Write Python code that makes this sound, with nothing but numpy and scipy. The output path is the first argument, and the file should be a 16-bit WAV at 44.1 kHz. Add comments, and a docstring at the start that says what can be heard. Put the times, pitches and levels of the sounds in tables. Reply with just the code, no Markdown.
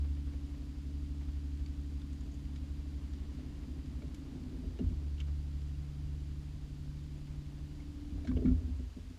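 """A small fishing boat on a calm lake, microphone fixed on board, close to the deck.
From the start an electric trolling motor drones and throbs through the hull; ripples pat the bow and
the angler's tackle ticks. Between 4 and 5 s his feet thump on the hollow deck, the wash churns up and
the hum changes colour as the motor is steered. After 8 s come a second swirl and the loudest footfalls;
the power is cut at 8.4 s and the three-blade propeller coasts down."""
import sys
import numpy as np
from scipy import signal
from scipy.fft import rfft, irfft, next_fast_len
from scipy.io import wavfile

SR = 44100
rng = np.random.default_rng(int(sys.argv[2]) if len(sys.argv) > 2 else 0)


def int16_out(signal):
    """Quantize to a 16-bit WAV file."""
    q = np.round(np.clip(np.atleast_2d(signal).T, -1, 1) * 32767)
    wavfile.write(sys.argv[1], SR, q.astype(np.int16))


N = 405146
TIME = np.arange(N) / SR
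STEER_S, STOP_S, SWING_S = 4.8, 8.4, 0.31  # motor steered, power cut, easing time of a swing


def gain_of(db):
    """Decibels to amplitude."""
    return 10 ** (np.asarray(db) / 20)


def unit_rms(x):
    """Scales to an rms of one."""
    return x / np.sqrt(np.mean(x ** 2) + 1e-20)


def spectrum_at(points, hz):
    """Interpolates (f/Hz, level/dB) points on a logarithmic frequency axis."""
    f, db = np.transpose(points)
    return np.interp(np.log(hz + 1), np.log(f + 1), db)


def curve(points):
    """One value per sample from (t/s, value) points."""
    return np.interp(TIME, *np.transpose(points))


def swell(peak_s, build_s, settle_s):
    """A smooth rise from nothing to one and back."""
    return np.exp(-((TIME - peak_s) / np.where(TIME < peak_s, build_s, settle_s)) ** 2)


def step(s, width_s):
    """A smooth change from nothing to one around time s."""
    return .5 + .5 * np.tanh((TIME - s) / width_s)


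def add(mix, s, sound):
    """Mixes a sound in at time s."""
    part = mix[max(round(s * SR), 0):][:len(sound)]
    part += sound[:len(part)]


def shaped_noise(shape_db):
    """Noise of unit rms whose spectrum is a function of frequency."""
    size = next_fast_len(N)
    hz = np.fft.rfftfreq(size, 1 / SR)
    white = rfft(rng.standard_normal(size))
    return unit_rms(irfft(white * gain_of(shape_db(hz)), size)[:N])


def noise(colour):
    """Noise of unit rms coloured by (f/Hz, level/dB) points."""
    return shaped_noise(lambda hz: spectrum_at(colour, hz))


def band(centre_hz, half_width_hz):
    """Noise in one resonance; centred on zero it is a slow random drift."""
    return shaped_noise(lambda hz: -20 * np.log10(1 + ((hz - centre_hz) / half_width_hz) ** 2))


def puffs(events, colour, rise_s, t60):
    """A quickly dying burst of coloured noise for each (t/s, level/dB) event."""
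    envelope, t = np.zeros(N), np.arange(SR // 4) / SR
    for s, db in events:
        add(envelope, s, (1 - np.exp(-t / rise_s)) * gain_of(db - 60 * t / t60))
    return envelope * noise(colour)


# Background hiss: f/Hz, relative level/dB
HISS_COLOUR = [(450, -12), (900, -3), (1200, -2), (2500, -3), (2950, -1.5), (3400, -2.5), (4600, -4),
               (5800, -7.5), (7400, -8.5), (8200, -13.5), (10400, -16.5), (13500, -20), (15000, -23)]
def steady_hiss(hiss_db=-67.02):
    """A steady hiss behind everything else."""
    return gain_of(hiss_db) * noise(HISS_COLOUR)


# The motor's speed controller, faint at the microphone: f/Hz, half-width/Hz, level/dB
CONTROLLER_HARMONICS = [(4786, 120, -81.5), (9560, 110, -90), (14380, 190, -96)]
def controller_whine():
    """The speed controller gives off a thin, fuzzy whine of three harmonics."""
    return sum(gain_of(db) * band(hz, width) for hz, width, db in CONTROLLER_HARMONICS)


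# The angler moving, on board with the microphone: t/s, half-length/s, rise/dB
ANGLER_MOVES = [(1.15, 0.32, 1), (3.153, 0.38, 7), (4.1, 0.9, 5.5), (6.95, 0.44, -1), (8.548, 0.47, 0)]
def clothes_rustle(still_db=-80, clump_db=3):
    """Clothes and line rub faintly in short clumps, swelling with the larger movements."""
    level = still_db + sum(rise * swell(s, half, half) for s, half, rise in ANGLER_MOVES)
    colour = [(100, -59), (600, 4.5), (1080, 8.5), (1400, -1.5), (1900, 4.0), (3200, -4.0),
              (5000, -7.0), (9000, -43), (16000, -59)]
    return gain_of(level + clump_db * band(0, 23)) * noise(colour)


# Swirls beside the boat: peak t/s, build/s, settle/s, rise/dB
WASH_SWIRLS = [(4.68, 1.53, 0.5, 8.5), (8.44, 0.24, 0.29, 18)]
def churn_db():
    """The wash churns up around each swing of the motor; each sound follows its own share of the rise."""
    return sum(rise * swell(s, build, settle) for s, build, settle, rise in WASH_SWIRLS)


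# Lapping at the waterline of the bow: f/Hz, relative level/dB
RIPPLE_COLOUR = [(150, -27), (350, 4.5), (550, -2), (680, -2.5), (800, -5.5), (1100, -11), (1700, -16.5),
                 (4000, -31), (9000, -41), (16000, -62)]
def bow_ripples(calm_db=-69, flicker_db=2, churn_share=0.35):
    """Ripples lap softly and without a break, rising with the churn."""
    level = calm_db + churn_share * churn_db() + flicker_db * band(0, 27)
    return gain_of(level) * noise(RIPPLE_COLOUR)


def hull_taps(calm_db=-64.5, per_s=5, spread_db=3, t60=0.02, churn_share=0.085):
    """Now and then a small ripple taps the hull, a little louder where the water churns."""
    out, t = np.zeros(N), np.arange(SR // 16) / SR
    level = calm_db + churn_share * churn_db()
    patter = noise([(200, -22.5), (600, -13), (1300, -13), (3000, -9), (8000, -20), (15000, -40)])
    for when, size in rng.random((round(per_s * TIME[-1]), 2)):
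        at = int(when * (N - len(t)))
        db = level[at] + spread_db * (2 * size - 1)
        add(out, at / SR, gain_of(db - 60 * t / t60) * patter[at:at + len(t)])
    return out


# Larger ripples at the bow: t/s, relative level/dB
BOW_SLAPS = [(0.042, -54), (.163, -59), (.269, -60.5), (0.332, -56.5), (.541, -60), (.619, -62),
             (1.21, -58), (1.284, -60), (1.369, -61), (3.633, -58), (5.282, -59), (7.797, -72)]
# Their pat, heard from on board: f/Hz, relative level/dB
SLAP_COLOUR = [(200, -35), (480, 7), (680, 1), (1000, -7), (1800, -6), (3800, -16), (8000, -48),
               (15000, -55)]
def bow_slaps(gain_db=1.5):
    """A larger ripple meets the bow with a soft, dull pat."""
    return gain_of(gain_db) * puffs(BOW_SLAPS, SLAP_COLOUR, rise_s=0.002, t60=0.08)


# Churned water at the bow: f/Hz, relative level/dB
BOIL_COLOUR = [(60, -14), (105, -11), (155, 15), (205, -5.5), (250, 8), (285, 5), (322, 4), (365, -2.5),
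               (405, -21), (470, -17), (520, -31), (600, -22), (670, -13.5), (760, -34), (1200, -53)]
def bow_boil(gain_db=-58.5):
    """Each swirl boils against the bow; the boil fades as the motor stops."""
    strength = (gain_of(churn_db()) - 1) * (1 - step(STOP_S, SWING_S))
    return gain_of(gain_db) * strength * noise(BOIL_COLOUR)


# The hull shaking under the microphone: f/Hz, relative level/dB
HULL_RUMBLE = [(17, -10), (30, -12), (40, -2.5), (50, 2.5), (60, 0), (70, -3), (82, -5), (95, -11.5),
               (115, -20.5), (170, -31.5), (230, -31), (400, -66), (1500, -100)]
# The hollow inside the hull: f/Hz, relative level/dB
HULL_DRUM = [(30, -47), (90, -33), (125, -6), (165, -10.5), (205, -13.5), (238, -10), (254, 1), (272, -11),
             (335, -16), (400, -22), (520, -29.5), (900, -65), (3000, -100)]
def hull_wash(rumble_db=-50.5, keel_db=-54, drum_db=-59, steered_db=-1, stopped_db=-5):
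    """Propeller wash shakes the hull and drums in its hollow, easing when the motor stops."""
    churn = churn_db()
    rumble = gain_of(rumble_db + 0.25 * churn) * noise(HULL_RUMBLE)
    # as the boat turns, wash runs along the keel and stirs a higher hull resonance
    keel = gain_of(keel_db) * step(3.7, SWING_S) * band(centre_hz=87, half_width_hz=12)
    drum = gain_of(drum_db + churn + steered_db * step(STEER_S, SWING_S)) * noise(HULL_DRUM)
    return gain_of(stopped_db * step(STOP_S, 0.12)) * (rumble + keel + drum)


# Tackle and foot pedal, close by:
# t/s, relative level/dB, treble tilt/dB per octave, ring f/Hz, relative ring level/dB, t60/s
TACKLE_TICKS = [(1.661, -56, 1, 4430, 4.5, 0.023), (2.016, -59.5, -5, 3520, -4, 0.036),
                (2.13, -65, 5, 7100, 0, .04), (2.208, -66, 4, 6900, -1, 0.027),
                (2.315, -68, 4, 6600, 3, 0.059), (2.341, -67, 5, 7000, 0, 0.05),
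                (2.558, -54.5, -2.5, 3100, -13, 0.049), (3.133, -57.5, -3, 1050, -13, 0.044),
                (4.021, -53.5, -7.5, 650, -2, 0.03), (4.144, -53, 4, 11000, -13, 0.038),
                (4.788, -56, -5, 2860, 0.5, 0.052), (5.182, -62, -2, 3000, 5, .035),
                (5.195, -57, -4, 2830, 1, 0.039), (5.202, -52, 2, 2920, 9, 0.035),
                (5.209, -54, -7, 3500, -10, 0.048), (7.8, -64, -3, 2200, 2, .05),
                (8.247, -56, -3, 676, 3, 0.051), (8.272, -48, -5.5, 1610, -7, 0.064),
                (8.291, -56, -8, 1600, 0, .05), (8.314, -43.5, -15, 1160, -11, 0.034),
                (8.364, -56.5, -14, 2930, 0, 0.043), (8.371, -53, -10, 2900, -1.5, 0.032),
                (8.454, -49.5, -11.5, 2170, -11.5, 0.091), (8.479, -60, -8, 1390, 2, 0.082)]
# Resonances of the tackle: f/Hz, width/Hz, relative level/dB
TACKLE_MODES = [(724, 770, -24), (1640, 1200, 6), (2260, 45, 6), (3370, 900, 6), (3960, 1000, 2),
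                (5800, 2900, 8.5), (7400, 1800, -10), (11000, 1500, -22)]
def tackle_ticks(gain_db=1, ring_gain_db=1, rise_share=0.026, ring_width_share=0.097):
    """A brief scrape excites the tackle; the part that was hit adds a damped resonance of its own."""
    out, t = np.zeros(N), np.arange(SR // 8) / SR
    hz = np.fft.rfftfreq(len(t), 1 / SR)

    def resonance(centre, width):
        return 1 / (1 + (2 * (hz - centre) / width) ** 2)

    body = sum(gain_of(db) * resonance(f, width) / np.sqrt(width) for f, width, db in TACKLE_MODES)
    for s, db, tilt, ring_hz, ring_db, t60 in TACKLE_TICKS:
        attack = 1 - np.exp(-t / (rise_share * t60))  # short ticks start sharpest
        envelope = attack * gain_of(db + gain_db - 60 * t / t60)
        rub, knock = rfft(rng.standard_normal((2, len(t))))
        scrape = unit_rms(irfft(rub * body * gain_of(tilt * np.log2(hz + 500)), len(t)))
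        ring = unit_rms(irfft(knock * resonance(ring_hz, ring_width_share * ring_hz), len(t)))
        add(out, s, envelope * (scrape + gain_of(ring_db + ring_gain_db) * ring))
    return out


# The hollow deck under the microphone: f/Hz, relative level/dB, t60/s
DECK_MODES = [(53.2, 13, 0.23), (60.6, 0.5, 0.21), (82.6, 4, 0.5), (126.5, -9, 0.43), (159, -8.5, 0.32),
              (183.4, -1.5, 0.17), (225.6, -2, 0.081), (253.2, 0.5, 0.22), (276, -2.5, 0.12),
              (327, -3.5, 0.14), (358.3, 1.5, 0.16), (385, -3, 0.1), (420, 1, 0.2), (463, -2.5, 0.13),
              (581, -5, 0.15), (630, -13, 0.09), (666, -9.5, 0.14)]
# Feet landing nearby, levels relative: t/s, boom/dB, knock/dB, clap/dB, f/Hz of the spot
FOOTFALLS = [(4.024, -65, -62, -57, 615), (4.633, -37.5, -45, -58, 360), (4.790, -49, -42, -48.5, 365),
             (4.801, -42, -35, -58, 180), (4.825, -35.5, -52, -75, 260), (4.903, -38, -43.5, -65, 177),
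             (8.113, -41.5, -42, -85, 171), (8.279, -39, -33.5, -69, 252), (8.314, -35.5, -44, -62, 255),
             (8.366, -38, -41.5, -44, 260), (8.417, -50, -44, -48, 416), (8.447, -30.5, -26, -55, 220),
             (8.476, -27.5, -32.5, -58, 258), (8.497, -41, -35.5, -59, 255), (8.604, -43, -50, -62, 251),
             (8.677, -44, -44, -69, 254), (8.792, -44, -46.5, -62, 290), (8.962, -48, -47, -59, 211),
             (9.03, -47.5, -55.5, -76, 255), (9.097, -51, -52, -70, 255)]
def deck_thumps(spot_db=5, spot_octaves=0.18, boom_lag_s=0.015, rise_cycles=0.89, detune=0.0012):
    """Each footfall rings the deck modes, favouring those of the spot it lands on."""
    out = np.zeros(N)
    hz, mode_db, t60 = np.transpose(DECK_MODES)[:, :, None]
    low = hz < 100  # the weight lands after the heel and rocks these modes
    t = np.maximum(np.arange(SR) / SR - boom_lag_s * low, 0)
    attack = (1 - np.exp(-t * hz / rise_cycles)) ** 2
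    for s, boom, knock, clap, spot_hz in FOOTFALLS:
        blow_db = spectrum_at([(85, boom + 2), (150, knock + 3), (295, knock + 3), (380, clap + 3)], hz)
        blow_db += spot_db * np.exp(-(np.log2(hz / spot_hz) / spot_octaves) ** 2)
        pitch = hz * (1 + detune * rng.standard_normal(hz.shape))
        phase = ~low * rng.random(hz.shape)  # the weight always pushes the low modes the same way
        envelope = attack * gain_of(mode_db + blow_db - 60 * t / t60)
        add(out, s, (envelope * np.sin(2 * np.pi * (pitch * t + phase))).sum(0))
    return out


def sole_scuffs(scuff_db=-9):
    """Each sole rubs the carpet as it lands: a short, dull puff."""
    landings = [(s, clap + scuff_db) for s, _, _, clap, _ in FOOTFALLS]
    colour = [(200, -8), (420, 4), (650, -4), (850, -7), (1400, -15), (4000, -40)]
    return puffs(landings, colour, rise_s=0.0023, t60=0.078)


# Weaker hum lines in the hull: multiple of the throb rate, relative level/dB before steering, and after
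HUM_LINES = [(2, -61.8, -57.6), (3, -61.5, -55.6), (4, -56.6, -60.8), (5, -48.8, -53.2), (7, -64.5, -66.3),
             (8, -67.2, -62.9), (9, -66.0, -76.5), (10, -65.6, -71.1), (11, -73.8, -76.0),
             (13, -77.9, -71.3), (14, -78.6, -72.0), (15, -74.8, -66.4), (17, -61.2, -65.5),
             (18, -66.5, -76.3), (19, -79.2, -72.2), (20, -70.0, -71.0), (21, -62.5, -71.3),
             (22, -59.9, -64.7), (23, -75.7, -83.4), (25, -75.7, -82.3), (26, -69.9, -66.5),
             (27, -74.5, -82.2), (28, -88.7, -76.4), (30, -72.7, -76.3), (32, -83.9, -80.5),
             (36, -80.3, -85.2), (48, -89.4, -86.0)]
# The throb, one row before steering and one after: first beat t/s, relative smear
THROB_TIMING = [(.024, 0.063), (.041, 0.088)]
def shaft_throb(throbs, start_hz, gain_db=2.5, waver_db=1.3, churn_share=0.089):
    """Hum lines beat together as a throb; steering shifts the shaft on its mount and so their mix."""
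    out = np.zeros(N)
    steered = step(STEER_S, 0.22)
    crossfade = np.sqrt([1 - steered, steered])
    buzz_db = churn_share * churn_db() * (1 - steered)  # the first swirl lifts the high lines
    knots = np.linspace(0, TIME[-1], 40)
    for multiple, *levels in HUM_LINES:
        waver = np.interp(TIME, knots, rng.standard_normal(len(knots)))
        strength = gain_of(gain_db + waver_db * waver + buzz_db * (multiple > 12))
        for share, db, (first_s, smear) in zip(crossfade, levels, THROB_TIMING):
            # the low lines arrive together; the hull smears the higher ones in time
            lag = first_s * start_hz + smear * (rng.random() - .5) / 2
            out += share * strength * gain_of(db) * np.cos(2 * np.pi * multiple * (throbs - lag))
    return out


# The blade tone as the load on the propeller swells and eases: t/s, relative level/dB
BLADE_LOAD = [(0.0, -27.5), (.2, -35), (0.73, -42), (.98, -36.5), (1.39, -35.5), (2.41, -41), (2.6, -35.5),
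              (3.6, -43.5), (4.05, -41.5), (4.3, -65), (4.75, -52), (4.97, -34.5), (5.25, -32.5),
              (5.95, -39), (6.29, -36.5), (6.55, -46.5), (6.8, -45), (7.05, -43), (7.6, -46.5),
              (8.23, -40.5), (8.75, -35.5), (8.86, -36), (8.95, -47), (9.19, -68)]
# What each heading passes to the hull in calm water: from t/s, 2nd harmonic/dB, 4th harmonic/dB
HEADING_HARMONICS = [(0, -50, -50.5), (4.95, -44.5, -58.5), (7.8, -54.5, -44)]
def blade_drone(passes, blade_db=-1, flutter_db=0.85, churn_dulls=0.51):
    """Passing blades make a tone and its 2nd and 4th harmonics, which churned water weakens."""
    headings = np.array(HEADING_HARMONICS)
    changes = np.diff(headings[:, 1:], axis=0)
    glide_db = sum(change[:, None] * step(s, SWING_S) for s, change in zip(headings[1:, 0], changes))
    harmonics_db = headings[0, 1:, None] + glide_db - churn_dulls * churn_db()
    tones = []
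    for octave, db in enumerate([curve(BLADE_LOAD) + blade_db, *harmonics_db]):
        strength = gain_of(db + flutter_db * band(0, 2.3))
        tones.append(strength * np.cos(2 * np.pi * (2 ** octave * passes + octave * rng.random())))
    return tones


# The propeller below the boat: t/s, blade-pass f/Hz
BLADE_RATE = [(0, 71.3), (2.2, 71.55), (3.8, 71.88), (6.2, 72.04), (7.2, 72.64), (8.2, 72.4), (8.72, 72),
              (8.83, 62), (8.92, 58), (9.19, 45)]
def trolling_motor(passes_per_throb=6, jitter=0.00085, run_down_s=0.28):
    """Three blades drone and throb every second turn; unpowered, the hum dies and the blade tone sags."""
    throb_hz = curve(BLADE_RATE) / passes_per_throb
    throbs = np.cumsum(throb_hz * (1 + jitter * band(0, 12.4))) / SR
    first_beat_s = THROB_TIMING[0][0]
    passes = passes_per_throb * (throbs - first_beat_s * throb_hz[0])
    blade, second, fourth = blade_drone(passes)
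    hum = second + fourth + shaft_throb(throbs, throb_hz[0])
    return blade + hum * np.exp(-np.maximum(TIME - STOP_S, 0) / run_down_s)


def scene():
    """Motor, water and angler at one microphone fixed to the boat."""
    motor = trolling_motor()
    water = hull_wash() + bow_ripples() + bow_boil() + hull_taps() + bow_slaps()
    background = controller_whine() + steady_hiss()
    angler = deck_thumps() + sole_scuffs() + tackle_ticks() + clothes_rustle()
    return (background + water + angler + motor)[None]


def record(dry):
    """The recorder's band limit: a steep low-pass at 15250 Hz."""
    low_pass = signal.firwin(511, 15250, window=("kaiser", 9), fs=SR)
    return signal.oaconvolve(dry, low_pass[None], "same")


dry = scene()
out = record(dry)
int16_out(out)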